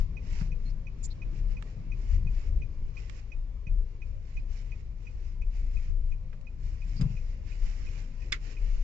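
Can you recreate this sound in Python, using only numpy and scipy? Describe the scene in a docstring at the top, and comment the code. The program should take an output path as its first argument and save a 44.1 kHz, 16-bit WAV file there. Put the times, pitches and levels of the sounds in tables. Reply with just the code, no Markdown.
"""Inside a small car rolling slowly round a corner: body boom, tyre roar and a low engine.
Shaped noise makes the ride; sine waves make the engine and the ticking turn signal.
Bumps thud through the cabin as ringing low tones; near the end a plastic lever snaps over.
A hand shifts on the phone: skin rubs by the right microphone as gritty noise,
and the case clicks (noise bursts) and squeaks (whistles mixed with noise)."""
import sys
import numpy as np
from scipy import signal
from scipy.fft import rfft, irfft, next_fast_len
from scipy.io import wavfile
from scipy.ndimage import uniform_filter1d, map_coordinates

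SR = 44100
rng = np.random.default_rng(int(sys.argv[2]) if len(sys.argv) > 2 else 0)


def inscribe(sig):
    """Save sig as 16-bit PCM at rate SR to the path in sys.argv[1].

    A 1-D sig is mono; a 2-D sig holds one channel per row.
    Samples are clipped to [-1, 1] before scaling.
    """
    pcm = np.round(np.clip(np.atleast_2d(sig).T, -1, 1) * 32767)
    wavfile.write(sys.argv[1], SR, pcm.astype(np.int16))


N = 389403  # length [samples]
HISS_TOP_HZ = 7550  # most of the noises stop here

# how the cabin's noise leans to one side: (frequency [Hz], left over right [dB])
SIDE_LEAN = [(60, 5.9), (150, 5), (280, .5), (600, 0), (2000, -2), (7000, -1)]
# colour of the tyre roar, also of trim shaken by thuds: (frequency [Hz], relative level [dB])
ROAR_COLOUR = [(120, -19), (220, 6), (300, -1.5), (480, -1.5), (700, -13), (1100, -13), (1700, -23),
               (3000, -32.5), (7500, -38)]
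# colour of the clicking phone case, also of the lever's chatter: (frequency [Hz], relative level [dB])
CASE_COLOUR = [(200, -16), (700, 4), (1400, 9), (2200, 10), (3400, 0.5), (5000, -2), (8000, -8)]


def amp(db):
    """Turn decibels into a gain."""
    return 10 ** (np.asarray(db) / 20)


def unit(x):
    """Scale a sound to an rms (average strength) of 1."""
    return x / np.sqrt(np.mean(x ** 2) + 1e-20)


def along(points, hz):
    """Read a curve of (frequency, value) points, spacing pitch as the ear does (log axis)."""
    f, v = np.transpose(points)
    return np.interp(np.log(hz + 1), np.log(f + 1), v)


def curves(rows):
    """Give one value per sample for each column after the time."""
    s, *columns = np.transpose(rows)
    return [np.interp(np.arange(N) / SR, s, column) for column in columns]


def wobble(rate):
    """Draw a smooth random curve with this many random points a second."""
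    points = rng.standard_normal(int(N * rate / SR) + 4)
    return map_coordinates(points, [np.arange(N) * rate / SR])


def filtered(x, response):
    """Multiply the spectrum of x by a response that depends on frequency."""
    n = x.shape[-1]
    m = next_fast_len(n + SR // 4)
    spectrum = rfft(x, m) * response(np.fft.rfftfreq(m, 1 / SR))
    return irfft(spectrum, m)[..., :n]


def pan(db):
    """Left and right gains; positive decibels make the left louder."""
    return amp(np.array([db, -db]).reshape(2, -1) / 2)


def add(track, s, sound):
    """Mix a sound into the track at time s [s]."""
    part = track[:, round(s * SR):][:, :sound.shape[-1]]
    part += sound[..., :part.shape[-1]]


def patchy(x, depth_db):
    """Make a sound uneven with random gains in small patches of time and pitch."""
    z = signal.stft(x, nperseg=2048)[2]
    over_pitch = uniform_filter1d(rng.standard_normal(z.shape[1:]), size=5, axis=0)
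    field = uniform_filter1d(over_pitch, size=4, axis=1)
    return signal.istft(z * amp(depth_db * unit(field)), nperseg=2048)[1][:, :N]


def swell(s, length, attack, release):
    """Rise from time s, hold until the length is over, then die away (all in seconds)."""
    t = np.arange(N) / SR - s
    return np.clip(t / attack, 0, 1) * np.exp(-np.maximum(t - length, 0) / release)


def cabin_noise(colour):
    """Noise whose bass both microphones share and whose treble they do not; its mid has rms 1."""
    # how alike left and right are: (frequency [Hz], likeness [0 unrelated to 1 the same])
    likeness = [(60, .96), (120, .94), (240, .88), (480, .7), (1000, .3), (2000, 0)]

    def mid_and_side(hz):
        angle = np.arccos(np.clip(along(likeness, hz), -1, 1)) / 2
        return amp(along(colour, hz)) * (hz < HISS_TOP_HZ) * [np.cos(angle), np.sin(angle)]

    mid, side = filtered(rng.standard_normal((2, N)), mid_and_side)
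    pair = filtered(np.array([mid + side, mid - side]), lambda hz: pan(along(SIDE_LEAN, hz)))
    return pair / pair.mean(0).std()


def steadied(x, span):
    """Even out a noise's own slow swells, judged over a span [s]."""
    energy = np.abs(uniform_filter1d(x.mean(0) ** 2, int(span * SR)))
    return x / np.sqrt(energy + 1e-6)


def ride(smooth_db, bumps):
    """Strength of a body vibration: a wandering base, to which each bump adds its energy."""
    base = amp(smooth_db + 3 * wobble(8.5))
    energy = base ** 2
    for s, length, db in bumps:
        energy = energy + (amp(db) * swell(s, length, attack=.03, release=.043)) ** 2
    return np.sqrt(energy)


def road():
    """The body booms on its springs, the floor shudders, the tyres drum, the tarmac roars, air hisses."""
    # the tyres on the changing tarmac: (time [s], drum level [dB], roar level [dB])
    tyre_levels = [(0, -46.5, -59.5), (.9, -48, -60.5), (1.45, -49, -58.5), (2.3, -45, -59.5),
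                   (3.0, -54, -62.5), (5.2, -54, -64), (6.6, -54, -64), (7.6, -51.5, -62),
                   (8.8, -52, -60.5)]
    # uneven patches that rock the body and shake the floor:
    # (time [s], length [s], boom level [dB], shudder level [dB])
    uneven_patches = [(-.05, 0.052, -20.5, -32), (0.268, 0.3, -30.5, -38.5), (0.592, 0.15, -30, -51),
                      (0.991, 0.12, -33, -55), (1.218, .08, -32.5, -49), (1.387, 0.13, -28, -39.5),
                      (1.86, 0.24, -32.5, -41), (2.086, 0.084, -22.5, -27), (2.212, 0.17, -26.5, -35.5),
                      (2.452, 0.13, -27.5, -29), (2.76, 0.097, -29.5, -43), (2.964, 0.14, -42.5, -40.5),
                      (3.336, 0.089, -29.5, -47), (3.679, .13, -24, -34.5), (4.33, .06, -30, -41),
                      (4.472, 0.039, -33, -35), (4.673, 0.24, -44, -40.5), (5.122, 0.19, -37.5, -40),
                      (5.389, 0.1, -26.5, -37), (5.54, 0.27, -28.5, -37.5), (5.866, .26, -26.5, -38),
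                      (6.61, 0.13, -32.5, -34), (6.795, .1, -31.5, -39), (7.005, 0.058, -30, -32.5),
                      (7.141, .18, -33.5, -43), (7.599, 0.067, -22.5, -39), (7.77, 0.15, -34.5, -47.5),
                      (8.569, 0.66, -25.5, -55)]
    # colours of the body boom, floor shudder, tyre drumming and air: (frequency [Hz], relative level [dB])
    boom_colour = [(8, -26.5), (15, -13), (22, 18), (28, 20), (35, 22), (44, -17.5), (60, -67)]
    shudder_colour = [(30, -28.5), (43, -1), (52, 24), (62, -4.5), (74, 7.5), (90, -1), (125, -61.5)]
    drum_colour = [(60, -34), (92, 5), (115, -1), (170, -5), (210, -19), (300, -31), (600, -65)]
    air_colour = [(500, -12), (1100, -2.5), (1400, -6.5), (2300, 5), (2900, -3.5), (3500, -6.5), (5000, -6),
                  (7500, -14)]

    s, length, boom_db, shudder_db = np.transpose(uneven_patches)
    boom = ride(-37.5, zip(s, length, boom_db)) * steadied(cabin_noise(boom_colour), span=.049)
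    shudder = ride(-45.5, zip(s, length, shudder_db)) * steadied(cabin_noise(shudder_colour), span=.11)

    drum_db, roar_db = curves(tyre_levels)
    surge_db = 2.25 * wobble(8.6)  # the drumming swells and sinks
    drum = amp(drum_db + surge_db) * cabin_noise(drum_colour)
    roar = patchy(cabin_noise(ROAR_COLOUR), depth_db=2.5)
    air = amp(-12.5) * patchy(cabin_noise(air_colour), depth_db=2)
    return boom + shudder + drum + amp(roar_db) * (roar + air)


def engine():
    """Low multiples of the firing rate, each a little unsteady; the revs sag in the corner and recover."""
    # (time [s], firing rate [Hz])
    firing_rates = [(0, 30.4), (1.25, 29.1), (2, 27.5), (6.9, 27.6), (7.25, 22.9), (8.3, 28.1),
                    (8.83, 29.1)]
    # (multiple of the firing rate, relative level [dB])
    orders = [(1, -1.5), (2, 5), (3, 1), (4, 1), (5, -9.5), (6, -13)]

    firing_hz, = curves(firing_rates)
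    phase = 2 * np.pi * np.cumsum(firing_hz) / SR
    hum = np.zeros(N)
    for multiple, db in orders:
        strength = amp(db + 2.5 * wobble(2.0))
        hum += strength * np.sin(round(multiple) * phase + rng.uniform(0, 2 * np.pi))
    return amp(-56.5) * hum * pan(along(SIDE_LEAN, firing_hz))


def thuds():
    """Soft, heavy blows ring the cabin's low tones and briefly shake the trim."""
    # (time [s], level [dB], time to fade by 60 dB [s])
    blows = [(0.413, -19.5, 0.093), (0.481, -35.5, 0.25), (1.763, -35.5, 0.24), (2.257, -34.5, 0.092),
             (3.668, -32, 0.12), (3.711, -38.5, 0.16), (6.96, -34.5, 0.19), (6.995, -19, 0.13),
             (7.0112, -19, .13), (7.0182, -17.5, 0.15), (7.056, -33, 0.19), (7.1, -29, 0.18),
             (7.64, -41, 0.15)]
    # what the cabin booms with when struck: (frequency [Hz], relative level [dB])
    boom_tones = [(112, 0), (132, 1), (152, 0), (174, -5), (212, -15.5)]

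    out, t = np.zeros((2, N)), np.arange(SR // 2) / SR
    onset = (1 - np.exp(-t / .0058)) ** 2
    for s, db, t60 in blows:
        ring = sum(amp(level + rng.normal(0, 1.2)) * np.sin(2 * np.pi * hz * t) for hz, level in boom_tones)
        noise = rng.standard_normal((2, len(t)))
        rattle = filtered(noise, lambda hz: amp(along(ROAR_COLOUR, hz)) * (hz < HISS_TOP_HZ))
        trim = amp(-21.5) * unit(rattle)
        add(out, s, amp(db) * (ring + trim) * onset * amp(-60 * t / t60))
    return out * pan(db=4.5)


def indicator():
    """Each tick is a rounded burst of a few milliseconds, echoed by windscreen and doors."""
    # the dashboard as the phone turns: (time [s], tick level [dB], left over right [dB])
    dashboard = [(0, -46.5, -11), (2.3, -47, -5), (2.97, -44, -5), (3.8, -47.5, -8.5), (4.5, -45.5, -10),
                 (5.1, -47, -3), (5.8, -48, -5), (6.45, -50, -6), (7.5, -49.5, -2), (8.6, -48, -4)]
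    # the tones in one tick: (frequency [Hz], relative level [dB])
    tick_tones = [(2485, 0), (2400, -7), (2280, -12), (2660, -18), (2020, -16), (2980, -22), (4950, -30),
                  (5700, -28), (5950, -21)]
    # echoes: (delay [s], relative level [dB])
    wall_echoes = [(.0077, -8), (.0138, -12), (.0195, -18)]
    first_s, period_s = .1668, .35
    crest_s = .0043  # time from the start of a tick to its peak

    out, t = np.zeros((2, N)), np.arange(SR // 20) / SR
    shape = (t / crest_s * np.exp(1 - t / crest_s)) ** 3
    when, levels_db, leans_db = np.transpose(dashboard)
    for s in np.arange(first_s, N / SR, period_s):
        db, lean_db = np.interp(s, when, levels_db), np.interp(s, when, leans_db)
        # the direct path comes first, then the echoes
        for delay, path_db in [(.000068, .0014), *wall_echoes]:
            # longer paths vary more in phase [cycles]
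            phases = rng.normal(0, .08 + 9 * delay, (len(tick_tones), 2, 1))
            burst = np.zeros((2, len(t)))
            for (hz, level), phase in zip(tick_tones, phases):
                strength = amp(level + rng.normal(0, 1.5))
                burst += strength * np.sin(2 * np.pi * (hz * (t + delay) + phase))
            add(out, s + delay, amp(db + path_db) * pan(lean_db) * shape * burst)
    return out


def lever():
    """A few contacts in quick succession, each a crack that rings its own part of the plastic."""
    # the lever slips over its catch: (time [s], level [dB], pitch of the contact [Hz])
    contacts = [(8.3195, -35, 1400), (8.3223, -21.5, 5100), (8.3232, -27, 2630), (8.3252, -19, 3470),
                (8.3265, -23, 1910), (8.3275, -39, 7000), (8.331, -41, 4600)]
    # how the plastic rings: (frequency [Hz], relative level [dB], time to fade by 60 dB [s])
    plastic_tones = [(1190, -10, .035), (1490, -13, .03), (1820, -9, .035), (1925, -7, .045),
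                     (2040, -5, .05), (2180, -6, .05), (2490, 0, .026), (3250, -13, .025), (3480, -2, .021),
                     (3950, -12, .018), (4550, -13, .025), (5200, -2, .014), (6860, -9, .014)]

    out, t = np.zeros((2, N)), np.arange(SR // 6) / SR
    apart = np.array([[0], [.25]])  # cycles between the microphones
    for s, db, pitch_hz in contacts:
        def focus_db(hz):
            # tones are driven less, per octave away from the contact's own pitch
            return -9.5 * np.abs(np.log2((hz + 1) / pitch_hz))

        ring = np.zeros((2, len(t)))
        for hz, level, t60 in plastic_tones:
            strength = amp(level + focus_db(hz) - 60 * t / t60)
            ring += strength * np.sin(2 * np.pi * (hz * t + rng.random() + apart))
        crack = unit(filtered(rng.standard_normal((2, len(t))), lambda hz: amp(focus_db(hz))))
        crack = amp(-14.5 - 60 * t / .036) * crack
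        # the loose parts chatter on after the blow
        noise = rng.standard_normal((2, len(t)))
        chatter = unit(filtered(noise, lambda hz: amp(along(CASE_COLOUR, hz)) * (hz < HISS_TOP_HZ)))
        chatter = amp(-15 - 60 * t / .11) * chatter
        add(out, s, amp(db) * (ring + crack + chatter) * (1 - np.exp(-t / .00059)))
    # take away the bass
    return filtered(out, lambda hz: 1 - 1 / (1 + (hz / 1060) ** 12)) * pan(db=-4.5)


def clicks():
    """Dry ticks and short scuffs of the phone case: bursts of noise that die away."""
    # (time [s], level [dB], time to fade by 60 dB [s], left over right [dB], treble tilt [dB per octave])
    case_clicks = [(0.41, -57, 0.08, -24, -1), (1.625, -47, 0.014, -21.5, 0), (3.097, -42, 0.014, -19, 1.5),
                   (6.329, -57, 0.066, -15, -5), (6.412, -57.5, 0.017, -10, 3),
                   (7.0115, -41.5, 0.077, -4.5, 2.5)]

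    out, t = np.zeros((2, N)), np.arange(SR // 6) / SR
    for s, db, t60, lean_db, tilt_db in case_clicks:
        def colour(hz):
            return amp(along(CASE_COLOUR, hz) + tilt_db * np.log2((hz + 200) / 2500))

        crack = unit(filtered(rng.standard_normal((2, len(t))), colour))
        add(out, s, amp(db) * pan(lean_db) * crack * amp(-60 * t / t60))
    return out


def squeaks():
    """A finger sticks and slips on the case: a brief whistle, from thin and clean to ragged."""
    # (time [s], length [s], pitch [Hz], glide of the tone [Hz], width of the scrape [Hz],
    #  roughness [0 clean, 1 or more fully ragged], level [dB], left over right [dB])
    finger_slips = [(0.646, 0.054, 4230, 76, 201, 0.2, -62, 9), (0.687, 0.034, 4900, 298, 1210, 1, -65, -1),
                    (1.026, 0.048, 7120, 0, 600, 0.94, -45, -7.5),
                    (1.033, 0.031, 5130, 0, 1500, 1.1, -53.5, -4),
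                    (1.096, 0.043, 4190, -100, 800, 0.97, -56.5, -3),
                    (4.559, 0.044, 5100, 0, 1800, 1.1, -64, -4), (.394, .03, 5050, 0, 900, 1.1, -60.5, -4),
                    (6.954, 0.053, 4740, 0, 700, 1.2, -56.5, -6),
                    (7.009, .014, 4860, 0, 403, .35, -47.5, -2)]

    out = np.zeros((2, N))
    for s, length, centre_hz, glide_hz, width_hz, rough, db, lean_db in finger_slips:
        n, rough = int(length * SR), np.clip(rough, 0, 1)
        tone_hz = centre_hz + glide_hz * np.linspace(-.5, .5, n)
        tone = np.sin(2 * np.pi * np.cumsum(tone_hz) / SR)
        noise = rng.standard_normal((2, SR // 8))
        scrape = filtered(noise, lambda hz: 1 / (1 + (2 * (hz - centre_hz) / width_hz) ** 2))[:, :n]
        slips = amp(1.8 * rough * wobble(350)[:n])
        whistle = unit(slips * (np.sqrt(1 - rough) * unit(tone) + np.sqrt(rough) * unit(scrape)))
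        add(out, s, amp(db) * pan(lean_db) * signal.windows.tukey(n, .6) * whistle)
    return out


def rubbing():
    """Skin slides by the right microphone in strokes: fine, slightly gritty friction noise."""
    # strokes of the hand: (time [s], length [s], level [dB])
    strokes = [(-.04, 0.048, -52.5), (0.191, 0.28, -66), (0.293, .11, -65.5), (0.6, .1, -67.5),
               (0.952, 0.22, -71.5), (1.299, 0.1, -62), (1.462, .064, -64.5), (1.62, 0.1, -71.5),
               (1.932, 0.22, -63), (2.272, 0.21, -63.5), (2.68, 0.22, -77), (2.935, 0.26, -60.5),
               (4.24, .16, -69), (4.473, 0.14, -66), (4.604, 0.2, -70), (4.958, .39, -71.5),
               (5.506, 0.4, -64), (6.58, 0.54, -67.5), (6.94, 0.53, -67), (7.439, 0.56, -60.5),
               (7.97, 0.39, -66), (8.379, 0.15, -60.5), (8.504, 0.36, -63)]
    # colour of the skin's hiss: (frequency [Hz], relative level [dB])
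    skin_colour = [(300, -5), (750, -10), (1200, -11), (1700, -7), (2000, -2), (2500, -2.5), (2950, -6.5),
                   (3300, -14), (3700, -13.5), (4400, -11), (5300, -8), (6300, -12.5), (7500, -13)]

    slide = amp(-77)  # the hand at rest
    for s, length, db in strokes:
        slide = slide + amp(db) * swell(s, length, attack=.07, release=.016)
    grit = amp(2 * wobble(12) + 1.4 * wobble(520))  # slow catches and fine grit
    friction = grit * patchy(rng.standard_normal((2, N)), depth_db=2)
    hiss = unit(filtered(friction, lambda hz: amp(along(skin_colour, hz)) * (hz < HISS_TOP_HZ)))
    return slide * hiss * pan(db=-9.5)


def cabin(x):
    """The short blurred echo of an upholstered cabin: noise that fades at its own speed at each pitch."""
    # (frequency [Hz], time to fade by 60 dB [s])
    fade_times = [(200, 0.067), (2500, 0.11), (8000, 0.016)]

    hz, t, z = signal.stft(rng.standard_normal((2, SR // 4)), SR, nperseg=256)
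    fade = amp(-60 * t / along(fade_times, hz)[:, None])
    tail = signal.istft(z * fade, SR, nperseg=256)[1]
    return signal.fftconvolve(x, tail / np.linalg.norm(tail[0]), axes=1)[:, :N]


def scene():
    """Mix the car, its small sounds in the cabin, and the hand on the phone."""
    ticks, snap = indicator(), lever()
    echo = cabin(amp(-10.5) * ticks + amp(-21.0) * snap)
    car = road() + engine() + thuds()
    hand = clicks() + squeaks() + rubbing()
    return car + ticks + snap + echo + hand


def record(dry):
    """The phone keeps nothing above 8600 Hz; the treble fades out over the last 400 Hz below it."""
    return filtered(dry, lambda hz: np.clip((8600 - hz) / 400, 0, 1))


dry = scene()
out = record(dry)
inscribe(out)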